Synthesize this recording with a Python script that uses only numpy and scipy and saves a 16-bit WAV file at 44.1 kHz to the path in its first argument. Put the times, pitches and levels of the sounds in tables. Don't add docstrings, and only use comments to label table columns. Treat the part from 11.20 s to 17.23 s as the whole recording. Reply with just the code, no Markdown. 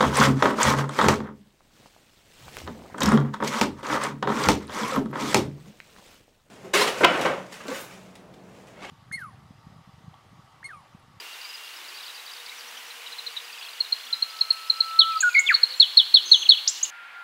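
import sys
import numpy as np
from scipy import signal
from scipy.fft import rfft, irfft, next_fast_len
from scipy.io import wavfile
from scipy.ndimage import uniform_filter1d, minimum_filter1d

SR = 44100
rng = np.random.default_rng(int(sys.argv[2]) if len(sys.argv) > 2 else 0)


def master(y):
    cut = np.clip(np.atleast_2d(y).T, -1, 1)
    pcm = np.round(cut * 32767)
    wavfile.write(sys.argv[1], SR, pcm.astype(np.int16))


N = 265967
TIME_S = np.arange(N) / SR
CUT_S = 5.703


def from_db(db):
    return 10 ** (np.asarray(db) / 20)


def whistle(notes):
    out = np.zeros(N)
    for rows, start_cycle in zip(notes, rng.random(len(notes))):
        t, hz, db = np.transpose(rows)
        at = np.arange(max(int(t[0] * SR), 0), min(int(t[-1] * SR), N))
        hz = uniform_filter1d(np.interp(at / SR, t, hz), size=60, mode="nearest")
        db = uniform_filter1d(np.interp(at / SR, t, db), size=60, mode="nearest")
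        fade = np.clip(np.minimum(at - at[0], at[-1] - at) / 40, 0, 1)
        cycles = start_cycle + np.cumsum(hz) / SR
        out[at] += np.sqrt(2) * fade * from_db(db) * np.sin(2 * np.pi * cycles)
    return out


def with_octave(notes, octave_db):
    octave = [[(t, 2 * hz, db + octave_db) for t, hz, db in rows] for rows in notes]
    return whistle(notes) + whistle(octave)


def from_shape(shape, events):
    return [[(t + dt * stretch, hz * ratio, db + level_db) for dt, hz, db in shape]
            for t, level_db, ratio, stretch in events]


def swinging_note(rows, swing):
    per_s, swing_hz, lowest_s, loss_db = swing
    at, centre_hz, db = np.transpose(rows)
    t = np.arange(at[0], at[-1], 4 / SR)
    up = -np.cos(2 * np.pi * per_s * (t - lowest_s))
    hz = np.interp(t, at, centre_hz) + swing_hz * up
    return np.c_[t, hz, np.interp(t, at, db) - loss_db * (1 + up) / 2]


def coloured_noise(spectrum, patchy_db, sway_db=0):
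    size = next_fast_len(N)
    hz = np.maximum(np.arange(size // 2 + 1) * SR / size, 1)
    point_hz, point_db = np.transpose(spectrum)
    colour_db = np.interp(np.log(hz), np.log(point_hz), point_db)
    shaped = rfft(rng.standard_normal(size)) * from_db(colour_db)
    half_octave = np.clip(2 * np.log2(hz / 30), 0, 18)
    out = 0
    for band in range(19):
        share = np.clip(1 - abs(half_octave - band), 0, 1)
        flicker = np.interp(np.arange(N), np.linspace(0, N, 40), rng.standard_normal(40))
        unsteady = np.clip((17 - band) / 3, 0, 1)
        out = out + irfft(shaped * share, size)[:N] * from_db(unsteady * (patchy_db * flicker + sway_db))
    return out / np.std(out)


def noise_band(gain, hz, width_hz):
    edges = [hz - width_hz / 2, hz + width_hz / 2]
    band = signal.sosfilt(signal.butter(2, edges, "band", fs=SR, output="sos"), rng.standard_normal(N))
    return gain * band / np.std(band)


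def swells(events):
    gain = 0
    for middle, length, db in events:
        place = np.clip((TIME_S - middle) / length, -.5, .5)
        gain = gain + from_db(db) * np.cos(np.pi * place) ** 2
    return gain


def scatter(x, clusters):
    t, echoes = np.arange(SR) / SR, 0
    for start, t60, energy_db in clusters:
        onset = np.clip((t - start) / 0.00092, 0, 1)
        tail = rng.standard_normal(SR) * onset * from_db(-60 * t / t60)
        echoes = echoes + from_db(energy_db) * tail / np.sqrt(np.sum(tail ** 2))
    return signal.fftconvolve(x, echoes)[:N]


# f/Hz, relative level/dB (per Hz)
QUIET_SPECTRUM = [(15, -70), (25, -44), (285, -32), (607, -22), (734, -13), (1230, -14), (1400, -9),
                  (1520, -6.5), (2480, -10.5), (4870, -26), (5430, -33), (14000, -41.5), (16000, -46)]
# t/s, f/Hz, level/dB
THIN_TONE_ROWS = [(5.71, 1440, -62), (5.724, 1408, -46.5), (5.862, 1387, -47), (5.892, 1393, -57.5),
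                  (5.97, 1398, -43.5), (6.03, 1390, -40.5)]


def quiet_place():
    return from_db(-46) * coloured_noise(QUIET_SPECTRUM, patchy_db=1.5) + whistle([THIN_TONE_ROWS])


# f/Hz, relative level/dB (per Hz)
HISS_SPECTRUM = [(15, -66), (25, -40.5), (87, -35.5), (180, -28), (229, -22.5), (394, -14.5), (463, -9.5),
                 (560, -11.5), (936, -2.5), (1790, -2), (2910, -0.5), (3430, -2.5), (7110, -11.5),
                 (14800, -16), (16000, -14.5)]
# t/s, level/dB
HISS_SWAY_ROWS = [(0.0, -52), (0.32, -53), (0.68, -52.5), (1.05, -53.5), (1.44, -52.5), (4.06, -54.5),
                  (4.46, -53), (5.56, -54), (5.7, -53)]


def outdoor_hiss():
    t, db = np.transpose(HISS_SWAY_ROWS)
    sway_db = np.interp(TIME_S, t, db - np.mean(db))
    return from_db(-43) * coloured_noise(HISS_SPECTRUM, patchy_db=.5, sway_db=sway_db)


# middle t/s, length/s, level/dB
WIND_PUFFS = [(.07, 0.18, -80), (.21, .08, -78), (.31, .09, -84)]


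def wind_puffs():
    return noise_band(swells(WIND_PUFFS), hz=48, width_hz=52)


# middle t/s, length/s, level/dB
RUMBLE_SWELLS = [(.0, 0.26, -59), (.65, 0.37, -61.5)]


def rumble():
    return noise_band(swells(RUMBLE_SWELLS), hz=386, width_hz=160)


# middle t/s, length/s, f/Hz, level/dB
HUM_SWELLS = [(1.5, 1.9, 246, -76), (2.95, 0.4, 245, -71.5), (5.2, 2.1, 236, -79), (1.35, 1.9, 485, -65.5),
              (2.035, 1.34, 473, -62), (4.41, 0.91, 505.4, -63), (5.125, 0.66, 360, -63),
              (5.6, .3, 343, -67)]


def hums():
    return sum(noise_band(swells([(middle, length, db)]), hz, width_hz=14)
               for middle, length, hz, db in HUM_SWELLS)


# middle t/s, length/s, level/dB
THIN_BAND_SWELLS = [(.12, 0.22, -47.5), (.3, 0.45, -51), (.47, 0.28, -52)]
# centre f/Hz, width/Hz
THIN_BAND_PLACE = (2790, 59)


def thin_band():
    return noise_band(swells(THIN_BAND_SWELLS), *THIN_BAND_PLACE)


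# t/s, level/dB
CHORUS_LEVEL = [(0.0, -57), (1.3, -64), (2.0, -54.5), (3.3, -55), (5.7, -48.5)]
# centre f/Hz, width/Hz
CHORUS_BAND = (2883, 180)


def far_chorus():
    t, db = np.transpose(CHORUS_LEVEL)
    return noise_band(from_db(np.interp(TIME_S, t, db)), *CHORUS_BAND)


FLUTTER_RANGE = (2500, 5150)
# t/s, added level/dB
FLUTTER_FORWARD = [(0, 3), (1.4, -1), (1.7, -5), (2.4, 7), (3., .1), (3.7, 6), (4., 0.5), (5.7, -1.5)]


def flutter_strokes():
    when, pitch, sweep, length, level = rng.random((520, 5)).T
    t = when * CUT_S
    low_hz, high_hz = FLUTTER_RANGE
    middle_hz = low_hz * (high_hz / low_hz) ** pitch
    glide_hz = 1100 * (sweep - .35)
    db = -53 + 6 * level + np.interp(t, *np.transpose(FLUTTER_FORWARD))
    length_ms = 3.5 + 5 * length
    return list(np.c_[t, length_ms, middle_hz - glide_hz, middle_hz, middle_hz + .3 * glide_hz, db])


# t after the start/ms, length/ms, start f/Hz, middle f/Hz, end f/Hz, relative level/dB
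PHRASE_SHAPE = [(0, 7, 3100, 4300, 5250, -8), (38, 6.5, 3250, 4450, 5100, -6),
                (53, 12, 3750, 4600, 4250, -1), (70, 12, 3600, 4350, 4680, -1),
                (87, 14, 3500, 4200, 4300, 0)]
# t/s, level/dB, pitch ratio
PHRASE_EVENTS = [(3.917, -33.5, 1.03), (4.091, -31.5, 1.01), (4.27, -28.5, .97), (4.45, -32, .98)]
# t after the start/ms, length/ms, start f/Hz, middle f/Hz, end f/Hz, relative level/dB
TRIPLET_SHAPE = [(0, 9, 4100, 4700, 4600, -3), (16, 7, 3450, 3980, 4000, -1.5),
                 (35, 7.5, 3450, 3900, 3880, 0)]
# t/s, level/dB, pitch ratio
TRIPLET_EVENTS = [(0.77, -39, 1.01), (0.864, -38, 1), (0.961, -39, 1.01), (1.062, -38.5, 1.),
                  (1.163, -40, 0.96)]
# t/s, notes, spacing/ms, length/ms,
# start f/Hz, middle f/Hz, end f/Hz, first level/dB, growth per note/dB
NOTE_RUNS = [(0.288, 2, 49, 24, 5200, 4900, 4860, -42.5, 2),
             (1.375, 4, 97, 24, 5900, 5850, 5200, -47, -1.5), (2.33, 2, 49, 16, 3540, 3450, 3650, -52, 3),
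             (2.427, 2, 33, 12.4, 3200, 3320, 3800, -42, 1), (2.34, 4, 36, 6.5, 2750, 2650, 2450, -39.5, 0),
             (2.762, 5, 34.6, 13, 3156, 3410, 3820, -45, 1.1),
             (2.77, 4, 38, 5.1, 2410, 2555, 2750, -45, -1),
             (3.905, 3, 90, 42, 2800, 2495, 2360, -41.5, 0.4),
             (5.218, 2, 36, 19, 3390, 3260, 2470, -27, 1.5), (5.333, 2, 36, 20, 3355, 3255, 2400, -29, 0),
             (5.54, 4, 37, 6, 2810, 2925, 3010, -45.5, 4.5)]


def patterned_notes():
    notes = []
    for motif, events in ((PHRASE_SHAPE, PHRASE_EVENTS), (TRIPLET_SHAPE, TRIPLET_EVENTS)):
        for t, level_db, ratio in events:
            for ms, length, start_hz, middle_hz, end_hz, db in motif:
                notes.append((t + ms / 1000, length, start_hz * ratio, middle_hz * ratio,
                              end_hz * ratio, db + level_db))
    for t, count, gap_ms, *shape, db, growth_db in NOTE_RUNS:
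        for k in range(round(count)):
            notes.append((t + k * gap_ms / 1000, *shape, db + k * growth_db))
    return notes


# t/s, length/ms, start f/Hz, middle f/Hz, end f/Hz, level/dB
LONE_STROKES = [(0.0, 8, 4760, 4830, 4930, -38), (0.212, 9, 4500, 4710, 4800, -44),
                (0.243, 15, 4560, 4830, 4560, -39), (0.245, 20, 2500, 2330, 2220, -45),
                (0.564, 10.4, 5890, 5140, 4930, -43), (0.647, 6, 3850, 4040, 3800, -42),
                (0.682, 11, 4330, 4860, 4840, -42), (0.738, 30, 4540, 4510, 4930, -46),
                (0.828, 8.6, 5370, 4570, 4580, -40), (0.835, 10, 3920, 3560, 3030, -43),
                (0.94, 24, 4550, 4800, 4770, -46), (1.113, 9.8, 4570, 4850, 4500, -42),
                (1.135, 4.2, 5470, 4770, 4870, -36), (1.262, 5, 4790, 4670, 3910, -35),
                (1.277, 8, 2040, 2280, 2120, -44), (1.294, 5, 3860, 3900, 3820, -34.5),
                (1.316, 17, 2050, 2210, 2420, -41), (1.39, 10, 5300, 4720, 4300, -45),
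                (1.407, 6, 5040, 4670, 4350, -41), (1.569, 12.6, 2860, 3120, 3430, -39.5),
                (1.803, 14, 2450, 2520, 2900, -46), (1.858, 13, 2700, 2980, 2900, -42),
                (1.878, 12, 2900, 2770, 2590, -47), (2.004, 4.4, 2740, 2850, 2650, -41),
                (2.24, 19, 4770, 4850, 4840, -49), (2.298, 8.4, 2380, 2640, 2560, -42),
                (2.39, 12, 4900, 4860, 4920, -43), (2.471, 9.2, 2190, 2650, 2810, -42),
                (2.486, 10, 3980, 4170, 3610, -39), (2.648, 5, 3610, 4000, 3790, -33),
                (2.85, 16, 5600, 5800, 5850, -53), (2.94, 25, 4720, 4870, 4950, -45),
                (3.098, 15, 4700, 4940, 4620, -42), (3.165, 7.5, 3300, 4340, 5100, -41),
                (3.187, 8, 5240, 4310, 3300, -35.5), (3.195, 25, 5100, 5330, 5450, -45.5),
                (3.331, 3, 10600, 9700, 8300, -35.5), (3.486, 5, 5410, 5107, 5070, -43),
                (3.639, 25, 4600, 4700, 4900, -47.5), (3.682, 4, 2530, 2940, 2830, -37),
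                (3.711, 7.1, 1813, 2740, 2900, -38), (4.558, 76, 7360, 7120, 6650, -50.5),
                (5.041, 7.2, 5400, 5940, 7200, -49)]
# t after the start/s, f/Hz, relative level/dB
ARCH_SHAPE = [(0, 2900, -20), (.002, 3690, -7), (.005, 4230, -1), (.009, 4150, -1), (.014, 3900, 1),
              (.017, 3500, -18), (.02, 3100, -16)]
# t/s, level/dB, pitch ratio, time stretch
ARCH_EVENTS = [(1.701, -41.5, 0.98, 1), (1.861, -39, 0.95, 0.94), (1.918, -37, 0.99, 1.24),
               (1.982, -32.5, 1, 1.04), (2.062, -29, 1.01, 1.12), (2.164, -28, 0.95, 0.93)]


def chatter():
    u, notes = np.linspace(0, 1, 9), []
    for t, ms, start_hz, middle_hz, end_hz, db in LONE_STROKES + patterned_notes() + flutter_strokes():
        bend = np.polyfit([0, .5, 1], [start_hz, middle_hz, end_hz], 2)
        notes.append(np.c_[t + u * ms / 1000, np.polyval(bend, u), db - 10 * (2 * u - 1) ** 4])
    return whistle(notes + from_shape(ARCH_SHAPE, ARCH_EVENTS))


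# t/s, length/s, level/dB
BUZZ_EVENTS = [(4.735, 0.017, -45), (4.79, 0.012, -44), (4.85, 0.018, -44), (4.908, 0.01, -44),
               (4.965, 0.016, -41), (5.02, 0.016, -43), (5.081, 0.016, -38.5), (5.138, 0.015, -43.5),
               (5.558, 0.027, -39), (5.64, 0.024, -39)]
# swings per s, swing f/Hz, level lost at the top/dB
BUZZ_MOTION = (115, 950, 3)


def buzzes():
    centre_hz = 4390
    per_s, swing_hz, loss_db = BUZZ_MOTION
    notes = []
    for t, length, db in BUZZ_EVENTS:
        rows = [(t, centre_hz, db), (t + length, centre_hz, db)]
        notes.append(swinging_note(rows, (per_s, swing_hz, t, loss_db)))
    return whistle(notes)


# t/s, centre f/Hz, level/dB
TRILL_ROWS = [(5.052, 6900, -50.5), (5.06, 6370, -35.5), (5.235, 6370, -36.5), (5.25, 6350, -59)]
# swings per s, swing f/Hz, lowest at t/s, level lost at the top/dB
TRILL_MOTION = (47.8, 280, 5.062, 6)
# start t/s, t60/s, energy level/dB
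TRILL_ECHOES = [(.003, .11, -8.5), (.012, .7, -7)]


def triller():
    trill = whistle([swinging_note(TRILL_ROWS, TRILL_MOTION)])
    return trill + scatter(trill, TRILL_ECHOES)


# t/s, f/Hz, level/dB
WHISTLER_SWELL = [(2.86, 1343, -63), (2.888, 1365, -54), (3.13, 1304, -48.5), (3.524, 1314, -42.5),
                  (3.586, 1319, -37), (3.9, 1321, -24.5), (3.954, 1305, -26), (3.97, 1283, -24),
                  (3.99, 1298, -53)]
# t/s, f/Hz, level/dB
WHISTLER_NOTES = [
    [(4.024, 1670, -41), (4.029, 1643, -23), (4.035, 1538, -17.5), (4.044, 1450, -16), (4.059, 1460, -19),
     (4.086, 1436, -19), (4.093, 1410, -23), (4.098, 1440, -42)],
    [(4.141, 2180, -36.5), (4.146, 2444, -25), (4.152, 2285, -13), (4.16, 2030, -18.5), (4.168, 2172, -13),
     (4.188, 2210, -13), (4.194, 2173, -12), (4.2, 2020, -36)],
    [(4.261, 3540, -51), (4.265, 3544, -26.5), (4.273, 3576, -23.5), (4.281, 3177, -19),
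     (4.2835, 2920, -40), (4.287, 2856, -26), (4.291, 2478, -13.5), (4.296, 2216, -15),
     (4.305, 1836, -15.5), (4.323, 1358, -20), (4.332, 1175, -34), (4.348, 1060, -45)],
]


def low_whistler():
    return whistle([WHISTLER_SWELL] + WHISTLER_NOTES)


# t/s, f/Hz, level/dB
RISING_CALLS = [
    [(5.473, 3140, -45), (5.476, 3840, -19.5), (5.478, 5340, -11), (5.48, 6000, -16), (5.484, 6670, -19.5),
     (5.49, 7270, -24), (5.496, 7500, -33), (5.501, 7640, -22)],
    [(5.627, 6100, -53), (5.63, 6300, -18.5), (5.633, 6430, -17.5), (5.636, 6820, -16), (5.64, 7220, -26.5),
     (5.645, 7800, -34)],
]
# t after the start/s, f/Hz, relative level/dB
FLICK_SHAPE = [(0, 6590, -33.5), (.002, 6410, -3), (.005, 6610, -1.5), (.009, 7100, -5), (.012, 7700, -14),
               (.017, 8880, -27)]
# t/s, level/dB, pitch ratio, time stretch
FLICK_EVENTS = [(4.004, -16.5, 1.016, 1.0), (4.19, -19.5, 1.023, 0.96)]


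def reed_calls():
    flicks = with_octave(from_shape(FLICK_SHAPE, FLICK_EVENTS), octave_db=-30)
    return whistle(RISING_CALLS) + flicks


# start t/s, t60/s, energy level/dB
NEAR_ECHO = (0.0015, 0.048, -10)


def near_echoes(calls):
    return scatter(calls, [NEAR_ECHO])


# start t/s, t60/s, energy level/dB
REED_TREE_ECHOES = [(.006, 0.064, -12), (0.015, 0.703, -16)]


def reeds_and_trees(sent):
    return scatter(sent, REED_TREE_ECHOES)


# t after the start/s, f/Hz, relative level/dB
CHIP_SHAPE = [(-.001, 3840, -42.5), (.001, 4320, -8.5), (.003, 4240, -4), (.006, 4317, -0.5),
              (.0075, 4150, -2.5), (.0095, 4050, -12), (.013, 3930, -23), (.017, 3850, -38.5)]
# t/s, level/dB, pitch ratio, time stretch
CHIP_EVENTS = [(2.6033, -17, 1., 0.98), (2.722, -16.5, 0.99, 1.07), (2.927, -14.5, 0.96, 1.03),
               (3.022, -16, 0.99, 0.98), (3.209, -13.5, .99, 0.97), (3.304, -12, 1, 0.89),
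               (3.4979, -11, 0.98, 0.9), (3.604, -11.5, .985, 0.85), (4.431, -9.5, 1, 1.02)]
# t after the start/s, f/Hz, relative level/dB
SLIDE_SHAPE = [(0, 4100, -35), (.002, 3990, -14), (.004, 4408, -5), (.008, 4410, -3.5), (.013, 4168, -4),
               (.017, 4008, -8), (.023, 3810, -12), (.029, 3593, -10.5), (.036, 3373, -10),
               (.043, 3190, -12.5), (.05, 3046, -25), (.058, 2995, -33.5), (.072, 2980, -40)]
# t/s, level/dB, pitch ratio, time stretch
SLIDE_EVENTS = [(3.788, -5.5, 0.98, 0.89), (4.597, -4.5, 0.99, 0.92), (4.769, -4, 0.99, 0.92),
                (4.939, -4, 0.99, 0.94), (5.113, -4, 0.98, 0.98), (5.288, -3, 0.99, 0.96)]
# t/s, f/Hz, level/dB
SINGLE_NOTES = [
    [(4.338, 3460, -42), (4.342, 4080, -16.5), (4.345, 4420, -17), (4.35, 4320, -11), (4.354, 4370, -24)],
]


def warbler():
    notes = from_shape(CHIP_SHAPE, CHIP_EVENTS) + from_shape(SLIDE_SHAPE, SLIDE_EVENTS)
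    return with_octave(notes + SINGLE_NOTES, octave_db=-49)


def mirrored(song):
    peak_spacing_hz, strength = 425.2, 0.69
    late = np.interp(np.arange(N) - SR / peak_spacing_hz, np.arange(N), song)
    return song + strength * late


def scene():
    background = outdoor_hiss() + wind_puffs() + rumble() + hums() + thin_band() + far_chorus()
    far = chatter() + buzzes()
    whistler, calls, song = low_whistler(), reed_calls(), warbler()
    echoes = reeds_and_trees(from_db(2.5) * song + whistler + from_db(4) * calls + far)
    birds = far + triller() + whistler + calls + near_echoes(calls) + mirrored(song) + echoes
    after = np.clip((TIME_S - CUT_S) / .003 + .5, 0, 1)
    return ((1 - after) * (background + birds) + after * quiet_place())[None]


def record(dry):
    allowed = minimum_filter1d(np.minimum(1, .99 / (abs(dry) + 1e-9)), size=201)
    limited = dry * uniform_filter1d(allowed, size=181)
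    top_cut = signal.ellip(14, .3, 80, 15750, fs=SR, output="sos")
    return signal.sosfilt(top_cut, limited)


dry = scene()
out = record(dry)
master(out)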